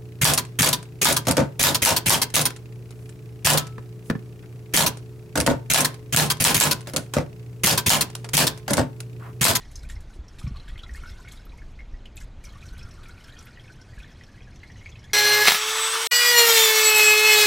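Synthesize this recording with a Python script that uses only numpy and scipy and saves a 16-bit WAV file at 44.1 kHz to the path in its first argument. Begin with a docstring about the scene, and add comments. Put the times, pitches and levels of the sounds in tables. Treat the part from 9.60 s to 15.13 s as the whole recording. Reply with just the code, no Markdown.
"""On a garage floor under a car, used engine oil runs from a sump into a plastic drain pan.
The thin stream swells and thins: swarms of decaying sine rings make its trapped bubbles gurgle and fizz.
Louder bubbles plink with rising pitch; drops splat as bursts of tiny rings over filtered noise.
The pan and underbody echo the oil. Someone moving makes low bumps and rubs over rumble and room air."""
import sys
import numpy as np
from scipy import signal
from scipy.fft import rfft, irfft
from scipy.io import wavfile

SR = 44100
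rng = np.random.default_rng(int(sys.argv[2]) if len(sys.argv) > 2 else 0)


def store_wav(level_fs):
    """Save 16-bit WAV to argv[1]."""
    pcm = np.round(np.clip(np.atleast_2d(level_fs), -1, 1) * 32767)
    wavfile.write(sys.argv[1], SR, pcm.T.astype(np.int16))


N = 244002
TIME = np.arange(N) / SR


def undb(db):
    """Turn decibels into a gain to multiply by."""
    return 10 ** (np.asarray(db) / 20)


def unit(x):
    """Scale a signal so that its average strength (rms) is 1."""
    return x / np.sqrt(np.mean(x ** 2) + 1e-18)


def curve(table, t, axis=1):
    """Read one column of a table at times t, with straight lines between its rows."""
    rows = np.array(table)
    return np.interp(t, rows[:, 0], rows[:, axis])


def fade(t, t60):
    """Die away smoothly, 60 dB down after t60 seconds (at least 1 ms)."""
    return np.exp(-np.log(1000) * t / max(t60, 1e-3))


def opening(t, rise_s):
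    """Rise smoothly from silence; rise_s sets how fast."""
    return 1 - np.exp(-t / rise_s)


def add(out, s, sound):
    """Mix a sound in, starting at s seconds."""
    i = int(np.clip(s * SR, 0, len(out) - 1))
    out[i:i + len(sound)] += sound[:len(out) - i]


def spaced(k, jitter, count):
    """Time in seconds of event k: evenly shared slots, with a random place inside each."""
    return (k + jitter) / count * N / SR


def colour(x, points):
    """Filter by an (f/Hz, level/dB) outline, scaled so that white noise keeps its power."""
    hz, db = np.transpose(points)
    bins = np.maximum(np.arange(len(x) // 2 + 1) * SR / len(x), 1)
    outline_db = np.interp(np.log(bins), np.log(hz), db)
    return irfft(rfft(x) * unit(undb(outline_db)), len(x))


def bubble(hz, t60, glide, swell):
    """A ring that opens over about swell cycles and fades; its pitch climbs by the share glide in t60."""
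    t = TIME[:int(SR * t60) + 8]
    pitch = np.minimum(hz * (1 + glide * t / t60), SR / 2)
    wave = np.sin(2 * np.pi * np.cumsum(pitch) / SR)
    return wave * fade(t, t60) * opening(t, swell / hz)


# how strongly the stream runs, before each layer's gain: t/s, bubbling level/dB, fine spray level/dB
STREAM_FLOW = [(0.0, -48, -54), (.08, -58, -59.5), (0.15, -57.5, -61), (0.42, -60.5, -69),
               (.52, -62, -61.5), (.62, -60.5, -75), (0.75, -59, -60), (.85, -55.5, -65.5),
               (1.28, -56, -62), (1.46, -51, -55.5), (1.6, -56, -63.5), (1.71, -54, -59.5),
               (1.85, -57, -65), (2.06, -62, -66), (2.4, -60, -84), (2.76, -62.5, -78), (2.85, -55, -61.5),
               (3.03, -55, -59.5), (3.39, -54.5, -61.5), (3.74, -53, -59), (4.02, -53.5, -63.5),
               (4.26, -57.5, -63), (4.44, -52, -63), (4.68, -56.5, -67), (4.95, -56.5, -68),
               (5.2, -53, -65.5), (5.53, -54.5, -68)]
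# starting pitch of the largest bubbles: t/s, f/Hz
LARGEST_BUBBLE = [(0, 1570), (.9, 1072), (1.45, 1310), (2.3, 1458), (2.95, 1140), (3.4, 1200), (4.2, 1414),
                  (4.8, 1548), (5.53, 1770)]


def trickle(count=3200, octaves=2.0, crowding=0.901, tilt_db=1.0, scatter_db=5.0, cycles=44,
            glide=0.041, gain_db=-4, swell=0.16):
    """The stream drags under a swarm of bubbles, from the largest size to smaller, higher ones."""
    out = np.zeros(N)
    when, size, strength, damping = rng.random((count, 4)).T
    times = spaced(np.arange(count), when, count)
    above = octaves * size ** crowding  # octaves over the largest bubble
    pitches = curve(LARGEST_BUBBLE, times) * 2 ** above
    gains = undb(tilt_db * above - scatter_db * np.log(strength + 0.055))
    decays = cycles * (.5 + damping) / pitches
    for s, hz, gain, t60 in zip(times, pitches, gains, decays):
        add(out, s, gain * bubble(hz, t60, glide, swell))
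    return unit(out) * undb(curve(STREAM_FLOW, TIME) + gain_db)


FULL_FLOW_DB = -50  # reference bubbling level for a full stream


def churn(count=420, octaves=0.463, lowest=1.0, scatter_db=3, cycles=46, glide=0.072, swell=0.35,
          gain_db=-6, steepness=1.94):
    """Where the stream plunges in, big bubbles of similar size overlap; more flow makes them much louder."""
    out = np.zeros(N)
    for k, (when, size, strength) in enumerate(rng.random((count, 3))):
        s = spaced(k, when, count)
        hz = curve(LARGEST_BUBBLE, s) * lowest * 2 ** (octaves * size)
        gain = undb(-scatter_db * np.log(strength + 0.014))
        add(out, s, gain * bubble(hz, cycles / hz, glide, swell))
    flow_db = curve(STREAM_FLOW, TIME) - FULL_FLOW_DB
    return unit(out) * undb(FULL_FLOW_DB + gain_db + steepness * flow_db)  # steepness: dB per dB of flow


# gulps of a few like-sized bubbles, level before gain: t/s, middle f/Hz, level/dB, length/s
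GULP_TIMES = [(1.11, 1210, -54, .05), (1.55, 1490, -49, .05), (1.715, 1280, -50.5, .04),
              (2.865, 1286, -52, .025), (2.918, 1243, -49, .06), (3.036, 1470, -50, .02),
              (3.095, 1500, -48.5, .06), (3.215, 1344, -44.5, .075), (3.325, 1120, -54.5, .02),
              (3.38, 1276, -46, .05), (3.43, 1396, -47, .05), (3.52, 1440, -51, .06),
              (3.635, 1540, -46.5, .06), (3.72, 1740, -50, .03), (3.77, 1310, -50, .05),
              (3.85, 1380, -50, .045), (4.18, 1510, -50, .04), (4.675, 1660, -53, .025),
              (4.865, 1665, -48.5, .035), (5.43, 1675, -49.5, .03)]


def gulps(count=6, gain_db=1.0, octaves=0.13, cycles=56, glide=0.043, swell=0.54):
    """The stream drags under bubbles in quick succession; they overlap into a short hollow gurgle."""
    out = np.zeros(N)
    for s, hz, db, length in GULP_TIMES:
        for k, (when, size) in enumerate(rng.random((count, 2))):
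            pitch = hz * 2 ** (octaves * (size - .5))
            ring = bubble(pitch, cycles / pitch, glide, swell)
            add(out, s + length * (k + when) / count, undb(db + gain_db) * ring)
    return out


# small bubbles die sooner: fade time at a reference pitch, and the power of pitch by which it shortens
RING_T60_S, RING_HZ, RING_FALL = 0.035, 2000, 0.89
SLAP_DB, SLAP_T60_S, SLAP_OCTAVES = -16.5, .035, .27  # slap level before its fade; pitch spread each way


def plink(hz, glide=0.26, swell=0.2, slap_rise_s=0.000076,
          count=2, satellite_db=-18, satellite_s=.02, satellite_low=0.76, satellite_octaves=0.68):
    """A bubble quickly damped by the thick oil, born in a short wet slap and shedding weaker satellites."""
    def ring(f):
        """Let one bubble ring; the higher its pitch, the shorter it lasts."""
        return bubble(f, RING_T60_S * (RING_HZ / f) ** RING_FALL, glide, swell)

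    t = TIME[:SR // 12]
    spread = 2 ** SLAP_OCTAVES
    band = [(hz / 8, -44), (hz / spread, -5), (hz, 0), (hz * spread, -8), (hz * 8, -44)]
    slap = colour(rng.standard_normal(len(t)), band)
    out = undb(SLAP_DB) * slap * fade(t, SLAP_T60_S) * opening(t, slap_rise_s)
    add(out, 0, ring(hz))
    for when, smallness in rng.random((count, 2)):
        satellite_hz = hz * satellite_low * 2 ** (satellite_octaves * smallness)
        add(out, when * satellite_s, undb(satellite_db) * ring(satellite_hz))
    return out


# the loudest single bubbles, level before gain: t/s, starting f/Hz, level/dB
LOUD_BUBBLES = [(0.1557, 6090, -30), (0.157, 5200, -37), (0.1914, 4930, -43.5), (0.233, 3770, -49),
                (0.236, 1470, -50), (.249, 2320, -48), (0.298, 1810, -38), (0.323, 1850, -50),
                (.354, 5270, -46.5), (0.3625, 2000, -45), (.501, 1456, -52), (0.682, 5440, -41.5),
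                (0.783, 1760, -49), (0.8136, 1210, -43.5), (0.866, 2275, -41), (0.868, 1105, -46),
                (0.876, 5330, -42), (0.946, 1110, -46.5), (0.957, 1100, -43), (0.969, 4140, -40),
                (0.9983, 3980, -41.5), (1.078, 1610, -43.5), (1.092, 3250, -43), (1.0964, 1830, -44),
                (1.157, 2010, -40.5), (1.189, 3016, -37), (1.193, 3170, -38), (1.234, 1325, -41.5),
                (1.2338, 3750, -36), (1.234, 3270, -42), (1.263, 2010, -45), (1.293, 1820, -37),
                (1.348, 1766, -39), (1.362, 2080, -41), (1.377, 1270, -46), (1.435, 1370, -37.5),
                (1.456, 1406, -39.5), (1.44, 2160, -47), (1.478, 1480, -47), (1.488, 5180, -43.5),
                (1.498, 1920, -48), (1.517, 3450, -46), (1.589, 990, -49.5), (1.602, 1420, -48.5),
                (1.646, 1415, -45), (1.649, 2110, -46), (1.675, 2180, -38.5), (1.712, 3500, -48),
                (1.714, 4080, -42.5), (1.731, 2140, -50), (1.7729, 3660, -42), (1.853, 12600, -46),
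                (1.866, 1250, -48), (1.894, 3780, -48.5), (1.919, 2350, -48), (1.928, 906, -50),
                (1.9826, 2100, -46), (2.017, 1675, -45), (2.19, 2067, -37.5), (2.205, 2050, -42),
                (2.341, 1860, -48), (2.4557, 2935, -37), (2.558, 13100, -45), (2.5675, 7230, -36.5),
                (2.568, 3600, -43), (2.575, 2490, -39), (2.61, 1605, -46), (2.611, 2020, -45),
                (2.8412, 2280, -43.5), (2.85, 5720, -33.5), (2.8667, 2210, -46), (2.8914, 4020, -46),
                (2.954, 1128, -46), (3.026, 2390, -42), (3.087, 4120, -44), (3.064, 5700, -40),
                (3.167, 2200, -50.5), (3.191, 5050, -42), (3.192, 3250, -44.5), (3.211, 2450, -44.5),
                (3.228, 5330, -40), (3.31, 5420, -41.5), (3.432, 3190, -52), (3.4568, 2300, -42.5),
                (3.492, 1420, -42.5), (3.492, 2130, -48), (3.578, 2290, -48), (3.607, 2980, -48),
                (3.641, 5320, -42.5), (3.693, 3070, -44), (3.723, 3780, -44.5), (3.767, 3080, -45),
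                (3.789, 5640, -35.5), (3.855, 11900, -45.5), (3.8659, 2054, -46), (3.8854, 1430, -46),
                (3.9727, 1870, -42), (3.995, 3160, -42), (4.041, 2170, -49), (4.079, 2500, -44.5),
                (4.0978, 1474, -44.5), (4.214, 5420, -42.5), (4.334, 1890, -47.5), (4.378, 1625, -43.5),
                (4.401, 2410, -41), (4.418, 1490, -46), (4.43, 3370, -44), (4.443, 1710, -42.5),
                (4.6103, 1950, -39.5), (4.635, 5430, -45), (4.741, 1626, -49), (4.7773, 1960, -48),
                (4.805, 2400, -47), (4.819, 3150, -50.5), (4.958, 5820, -45.5), (5.0305, 1680, -43.5),
                (5.0315, 2004, -36), (5.1, 1900, -42.5), (5.118, 5660, -46), (5.1576, 1900, -43),
                (5.169, 6050, -51), (5.2116, 2046, -43.5), (5.259, 2220, -32), (5.291, 2520, -44),
                (5.294, 5760, -45), (5.3214, 3280, -45), (5.355, 2540, -45.5), (5.357, 3850, -52),
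                (5.392, 5400, -46.5), (5.44, 3330, -44), (5.497, 2025, -42)]


def plinks(gain_db=4):
    """Single ringing bubbles stand out from the stream."""
    out = np.zeros(N)
    for s, hz, db in LOUD_BUBBLES:
        add(out, s, undb(db + gain_db) * plink(hz))
    return out


def patter(count=150, over_stream_db=2, spread_db=5, octaves=1.5, tilt_db=-2):
    """Lesser plinks fall at random, louder with the flow; each main ring is at or above the largest bubble."""
    out = np.zeros(N)
    for k, (when, smallness, strength) in enumerate(rng.random((count, 3))):
        s, above = spaced(k, when, count), octaves * smallness
        db = curve(STREAM_FLOW, s) + over_stream_db + spread_db * (strength - .5) + tilt_db * above
        add(out, s, undb(db) * plink(curve(LARGEST_BUBBLE, s) * 2 ** above))
    return out


# drops smacking the oil, levels before gains and filters:
# t/s, level/dB, low smack against spray level/dB, fade time t60/s
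DROP_HITS = [(0.113, -44, -3, 0.04), (0.1542, -43, -18, 0.13), (0.23, -42.5, -1, 0.027),
             (0.2871, -44, 0, 0.17), (0.2977, -38, 4, 0.046), (0.315, -46.5, -1, 0.085),
             (0.405, -46, -18, 0.039), (0.533, -52, -1, 0.14), (.785, -39, 1.5, 0.09),
             (0.793, -47, -8, 0.081), (0.825, -50.5, 4.5, 0.18), (0.867, -62, 16, 0.045),
             (.957, -60.5, 19, 0.1), (1.078, -49.5, 9, 0.13), (1.177, -49, 16.5, 0.016),
             (1.336, -41, -21, 0.049), (1.354, -38.5, -25, 0.065), (1.4918, -48.5, 7, 0.089),
             (1.597, -51, -25, 0.11), (1.683, -45, 6, 0.048), (1.719, -36.5, -4, 0.026),
             (1.758, -47.5, -18, 0.033), (1.972, -53, -14, 0.063), (2.19, -65, 15, 0.04),
             (2.454, -54, 10, 0.036), (2.567, -41, -3.5, 0.11), (2.601, -43, -3, 0.16),
             (2.8383, -37.5, -9, 0.018), (3.012, -55, 7, 0.095), (3.055, -46, 3, 0.028),
             (3.086, -65, 20, 0.074), (3.177, -47.5, 4.5, 0.12), (3.309, -65, -13, 0.05),
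             (3.43, -51, 9, 0.088), (3.4815, -45.5, -12, 0.051), (3.6386, -51, 7, 0.049),
             (3.68, -53, 12.5, 0.065), (3.804, -51, 4, 0.094), (3.824, -45, -11, 0.038),
             (3.867, -53, 12.5, 0.049), (4.3863, -49, 2, 0.057), (4.635, -60, 20, 0.025),
             (5.032, -60, 22, 0.028), (5.438, -55, -4, 0.09)]
# tone of the spray, relative: f/Hz, level/dB (per Hz)
SPRAY_TONE = [(1500,-42),(3500,-10),(5500,1),(7300,4),(9000,2.5),(12500,-4),(15000,-10)]
# tone of the duller smack, relative: f/Hz, level/dB (per Hz)
SMACK_TONE = [(600,-42),(1200,-22),(2000,-16),(3800,-14),(6000,-41)]
MIST_DB, MIST_T60_S = -6, .14  # mist start against the drop's level, before the spray filter; fade time


def splats(spray_db=-8, smack_db=-6, rise_s=0.0002, low_hz=3800, high_hz=14000, cycles=38,
           glide=0.0097, swell=0.12, count=26):
    """Drops tear the oil film into tiny bubbles; a dull noise smack and soft noise mist start with them."""
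    spray, smack = np.zeros(N), np.zeros(N)
    t = TIME[:SR // 8]
    for s, db, body_db, t60 in DROP_HITS:
        blow = undb(db) * fade(t, t60) * opening(t, rise_s)
        burst = np.zeros(len(t))
        for k, (when, smallness) in enumerate(rng.random((count, 2))):
            hz = low_hz * (high_hz / low_hz) ** ((k + smallness) / count)
            delay = when * t60 / 2  # the bubbles weaken as the film settles
            add(burst, delay, fade(delay, t60) * bubble(hz, cycles / hz, glide, swell))
        add(spray, s, unit(burst) * np.sqrt(np.mean(blow ** 2)))
        mist = rng.standard_normal(len(t)) * fade(t, MIST_T60_S) * opening(t, rise_s)
        add(spray, s, undb(db + MIST_DB) * mist)
        add(smack, s, rng.standard_normal(len(t)) * blow * undb(body_db))
    return undb(spray_db) * colour(spray, SPRAY_TONE) + undb(smack_db) * colour(smack, SMACK_TONE)


# tone filter for the tiniest bubbles, relative: f/Hz, level/dB
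FOAM_TONE = [(3500,9),(5000,-2.5),(5700,6),(7300,-0.5),(8500,3),(12500,-2),(15000,-2)]


def fizz(count=5500, size=12, low_hz=4300, high_hz=14500, tilt_db=-4.0, brightening=0.26, scatter_db=1.0,
         cluster_db=3.0, cycles=42, glide=0.022, gain_db=-2):
    """The tiniest bubbles ping high, in clusters of shared loudness; the fuller the stream, the brighter."""
    out = np.zeros(N)
    clusters = np.clip(rng.standard_normal(count // size + 1), -2, 2)
    when, smallness, strength = rng.random((count, 3)).T
    times = spaced(np.arange(count), when, count)
    pitches = low_hz * (high_hz / low_hz) ** smallness
    tilt = tilt_db + brightening * (curve(STREAM_FLOW, times) - FULL_FLOW_DB)
    cluster_levels = cluster_db * clusters[np.arange(count) // size]
    levels = smallness * tilt + cluster_levels - scatter_db * np.log(strength + 0.1)
    for s, hz, db in zip(times, pitches, levels):
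        add(out, s, undb(db) * bubble(hz, cycles / hz, glide, 0.17))
    return unit(colour(out, FOAM_TONE)) * undb(curve(STREAM_FLOW, TIME, axis=2) + gain_db)


# where the sump's echo mostly weakens the sound (one row lifts it slightly): f/Hz, width/Hz, level/dB
ECHO_DIPS = [(1288, 68, -7), (1610, 68, -1), (2015, 60, -8), (2950, 380, -1.5), (3500, 35, -14),
             (5630, 98, -12), (5900, 170, -15), (6310, 91, -25), (7190, 200, 1), (8420, 690, -2.5)]


def cancel(x):
    """The sump's echo meets the direct sound and changes narrow bands, nearly all of them dips."""
    for hz, width, db in ECHO_DIPS:
        band = signal.lfilter(*signal.iirpeak(hz, hz / width, fs=SR), x)
        x = x - (1 - undb(db)) * band
    return x


# air resonances between pan and underbody, before treble damping and gain: f/Hz, fade time t60/s, level/dB
CAVITY_RINGS = [(995,.1,-10),(1138,.12,-6),(1338,.2,1),(1387,.2,-8),(1455,.15,-4),(1504,.12,0),(1689,.17,0),(1757,.2,-7),(1837,.17,-3),(1937,.15,1),(2185,.08,2),(2375,.12,-7),(2468,.1,-1),(2555,.08,-3),(2959,.12,-2),(3097,.14,-2),(3263,.06,0),(3400,.06,-2),(3570,.09,-6),(4000,.04,-4),(4190,.06,-6),(4380,.06,-3),(5215,.08,-6),(5331,.07,2),(5690,.06,-1),(6090,.04,-2),(6384,.07,-4),(6760,.04,-5),(7450,.05,-3),(7770,.04,-5),(7990,.06,-2),(9060,.02,-3),(10560,.02,-2),(12280,.02,-1),(13150,.05,-1)]
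# bouncing between oil, pan wall and sump: round trip t/s, share sent back (0-1, before the limit below)
BOUNCE_TRIPS = [(.0005, 0.47), (.0016, 0.68)]
MOST_SENT_BACK = .66
WALL_ECHO_S, WALL_ECHO_DB = .0125, -13  # one echo from a nearby wall
# scattered echoes under the car and far off in the garage: level before filter and delayed start, fade time
NEAR_TAIL_DB, NEAR_TAIL_T60_S = -12, .1
FAR_TAIL_DB, FAR_TAIL_T60_S = -17, .42


def under_car(x, ring_db=1, side_db=-14, absorb_hz=3600):
    """Bounces, a wall echo, air resonances and scattered echoes surround the oil; returns mid and side."""
    t = TIME[:SR // 2]
    response = 1. * (t == 0)  # the direct sound
    add(response, WALL_ECHO_S, undb(WALL_ECHO_DB) * np.ones(2) / 2)
    for hz, t60, db in CAVITY_RINGS:
        ring = fade(t, t60 * min(1, absorb_hz / hz))  # treble resonances die sooner
        response += undb(db + ring_db) * 2 * ring / ring.sum() * np.cos(2 * np.pi * hz * t)

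    # the bounces smear sound in time without changing its tone
    spectrum = rfft(cancel(response))
    bins = np.arange(len(t) // 2 + 1) * SR / len(t)
    for trip_s, share in BOUNCE_TRIPS:
        late = np.exp(-2j * np.pi * bins * trip_s)
        back = min(share, MOST_SENT_BACK)
        spectrum = spectrum * (back + late) / (1 + back * late)

    near, far = rng.standard_normal((2, 2, len(t)))
    far = signal.sosfilt(signal.butter(2, absorb_hz, fs=SR, output="sos"), far)  # duller far off
    near_tail = undb(NEAR_TAIL_DB) * near * unit(fade(t, NEAR_TAIL_T60_S))
    far_tail = undb(FAR_TAIL_DB) * far * unit(fade(t, FAR_TAIL_T60_S))
    scatter, across = (near_tail + far_tail) * (t > .004) / np.sqrt(len(t))
    side = undb(side_db) * across / np.sqrt(np.sum(across ** 2))
    mid = irfft(spectrum, len(t)) + scatter
    return signal.fftconvolve(x, mid)[:N], signal.fftconvolve(x, side)[:N]


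# soft bumps, level before gain and filter: t/s, f/Hz, level/dB, fade time t60/s
SOFT_BUMPS = [(0.25, 53, -44, 0.21), (0.316, 49, -41.5, 0.17), (0.361, 71, -32.5, 0.047),
              (0.589, 60.6, -35.5, 0.095), (0.84, 118.6, -27, 0.039), (0.863, 200, -36.5, 0.042),
              (0.85, 61.7, -23.5, 0.047), (0.87, 132, -30.5, 0.057), (0.909, 207, -33, 0.021),
              (0.916, 82, -26.5, 0.029), (1.11, 46, -37, 0.16), (1.308, 60.8, -40, 0.17),
              (1.506, 61, -40, 0.11), (2.334, 41.6, -26, 0.055), (2.627, 41.8, -38.5, 0.12),
              (3.121, 44.2, -29.5, 0.051), (3.249, 61, -22, 0.016), (4.377, 46.3, -39, 0.11)]
# tone filter for a soft contact, relative: f/Hz, level/dB
SOFT_TONE = [(170, 9.5), (240, 2.5), (400, 5), (1000, -67)]


def bumps(gain_db=1, swell=1.0):
    """Dull knocks from someone moving on the floor: low, fading rings of steady pitch."""
    out = np.zeros(N)
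    for s, hz, db, t60 in SOFT_BUMPS:
        add(out, s, undb(db + gain_db) * bubble(hz, t60, 0, swell))
    return colour(out, SOFT_TONE)


# an arm rubs, catches and slips, level before each sound's fade: t/s, f/Hz, level/dB
ARM_SLIPS = [(.529, 270, -47), (.562, 370, -42.5), (.574, 265, -40.5), (.586, 320, -40.5), (.622, 320, -46),
             (.782, 260, -47)]
RUB_DB, RUB_T60_S = -9, .1  # friction noise against the knock, before its fade; fade time


def scuff(t60=0.05):
    """A muffled rub of an arm: each slip is a low knock in a little friction noise."""
    out, t = np.zeros(N), TIME[:SR // 8]
    for s, hz, db in ARM_SLIPS:
        band = [(hz / 2, -20), (hz, 0), (hz * 2, -30), (hz * 8, -80)]
        rub = colour(rng.standard_normal(len(t)), band)
        add(out, s, undb(db) * bubble(hz, t60, 0, 1.0))
        add(out, s, undb(db + RUB_DB) * rub * fade(t, RUB_T60_S) * opening(t, 1 / hz))
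    return out


# tone of the garage air, relative: f/Hz, level/dB (per Hz)
AIR_TONE = [(94, -45), (160, 0.5), (355, -4.5), (455, -8), (550, -9), (1180, -14.5), (1450, -17),
            (1720, -21), (1930, -19.5), (2330, -20.5), (4120, -25.5), (5480, -32), (6380, -28.5),
            (15000, -58)]
AIR_DB = -56
# the uneven low rumble: t/s, deep part level/dB, upper part level/dB
RUMBLE_LEVEL = [(0, -45.5, -49.5), (.3, -35.5, -44.5), (.7, -49.5, -50.5), (.92, -36.5, -46),
                (1.65, -44, -50), (2.05, -39.5, -52), (3.25, -44, -44.5), (3.6, -50, -49),
                (5.53, -52.5, -45)]
# tone of the deep part, relative: f/Hz, level/dB (per Hz)
DEEP_TONE = [(12,-23.5),(22,9),(35,1),(55,0.5),(75,-6.5),(100,-47),(160,-90)]
# tone of the upper part, relative: f/Hz, level/dB (per Hz)
BOOM_TONE = [(45,-13),(75,-2.5),(95,-4),(115,-4),(138,-8),(160,-16),(205,-19),(260,-22.5),(400,-82)]


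def garage():
    """Steady room air and a two-part low rumble of uneven level, all made of filtered noise."""
    air, deep, boom = rng.standard_normal((3, N))
    room_air = colour(air, AIR_TONE) * undb(AIR_DB)
    deep_rumble = colour(deep, DEEP_TONE) * undb(curve(RUMBLE_LEVEL, TIME))
    upper_rumble = colour(boom, BOOM_TONE) * undb(curve(RUMBLE_LEVEL, TIME, axis=2))
    return room_air + deep_rumble + upper_rumble


# tone filter for the left-right difference, relative: f/Hz, level/dB
WIDTH_TONE = [(30,-68),(100,-13),(250,-12),(500,9.5),(1000,12.5),(2500,6),(4500,23),(8000,14.5),(14000,24.5)]


def scene(oil_db=-4.5, air_side_db=-17):
    """The oil lands straight ahead, so both ears hear nearly the same; the spread favours the treble."""
    oil = plinks() + splats() + patter() + trickle() + churn() + gulps() + fizz()
    mid, side = under_car(undb(oil_db) * oil)
    mid = mid + bumps() + scuff() + garage()
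    side_air = colour(rng.standard_normal(N), AIR_TONE) * undb(AIR_DB + air_side_db)
    side = colour(side + side_air, WIDTH_TONE)
    return np.array([mid + side, mid - side])  # left, right


TOP_HZ = 15100


def record(dry):
    """A steep low-pass filter removes the top of the treble, above TOP_HZ."""
    return signal.sosfilt(signal.ellip(10, .2, 80, TOP_HZ, fs=SR, output="sos"), dry)


dry = scene()
out = record(dry)
store_wav(out)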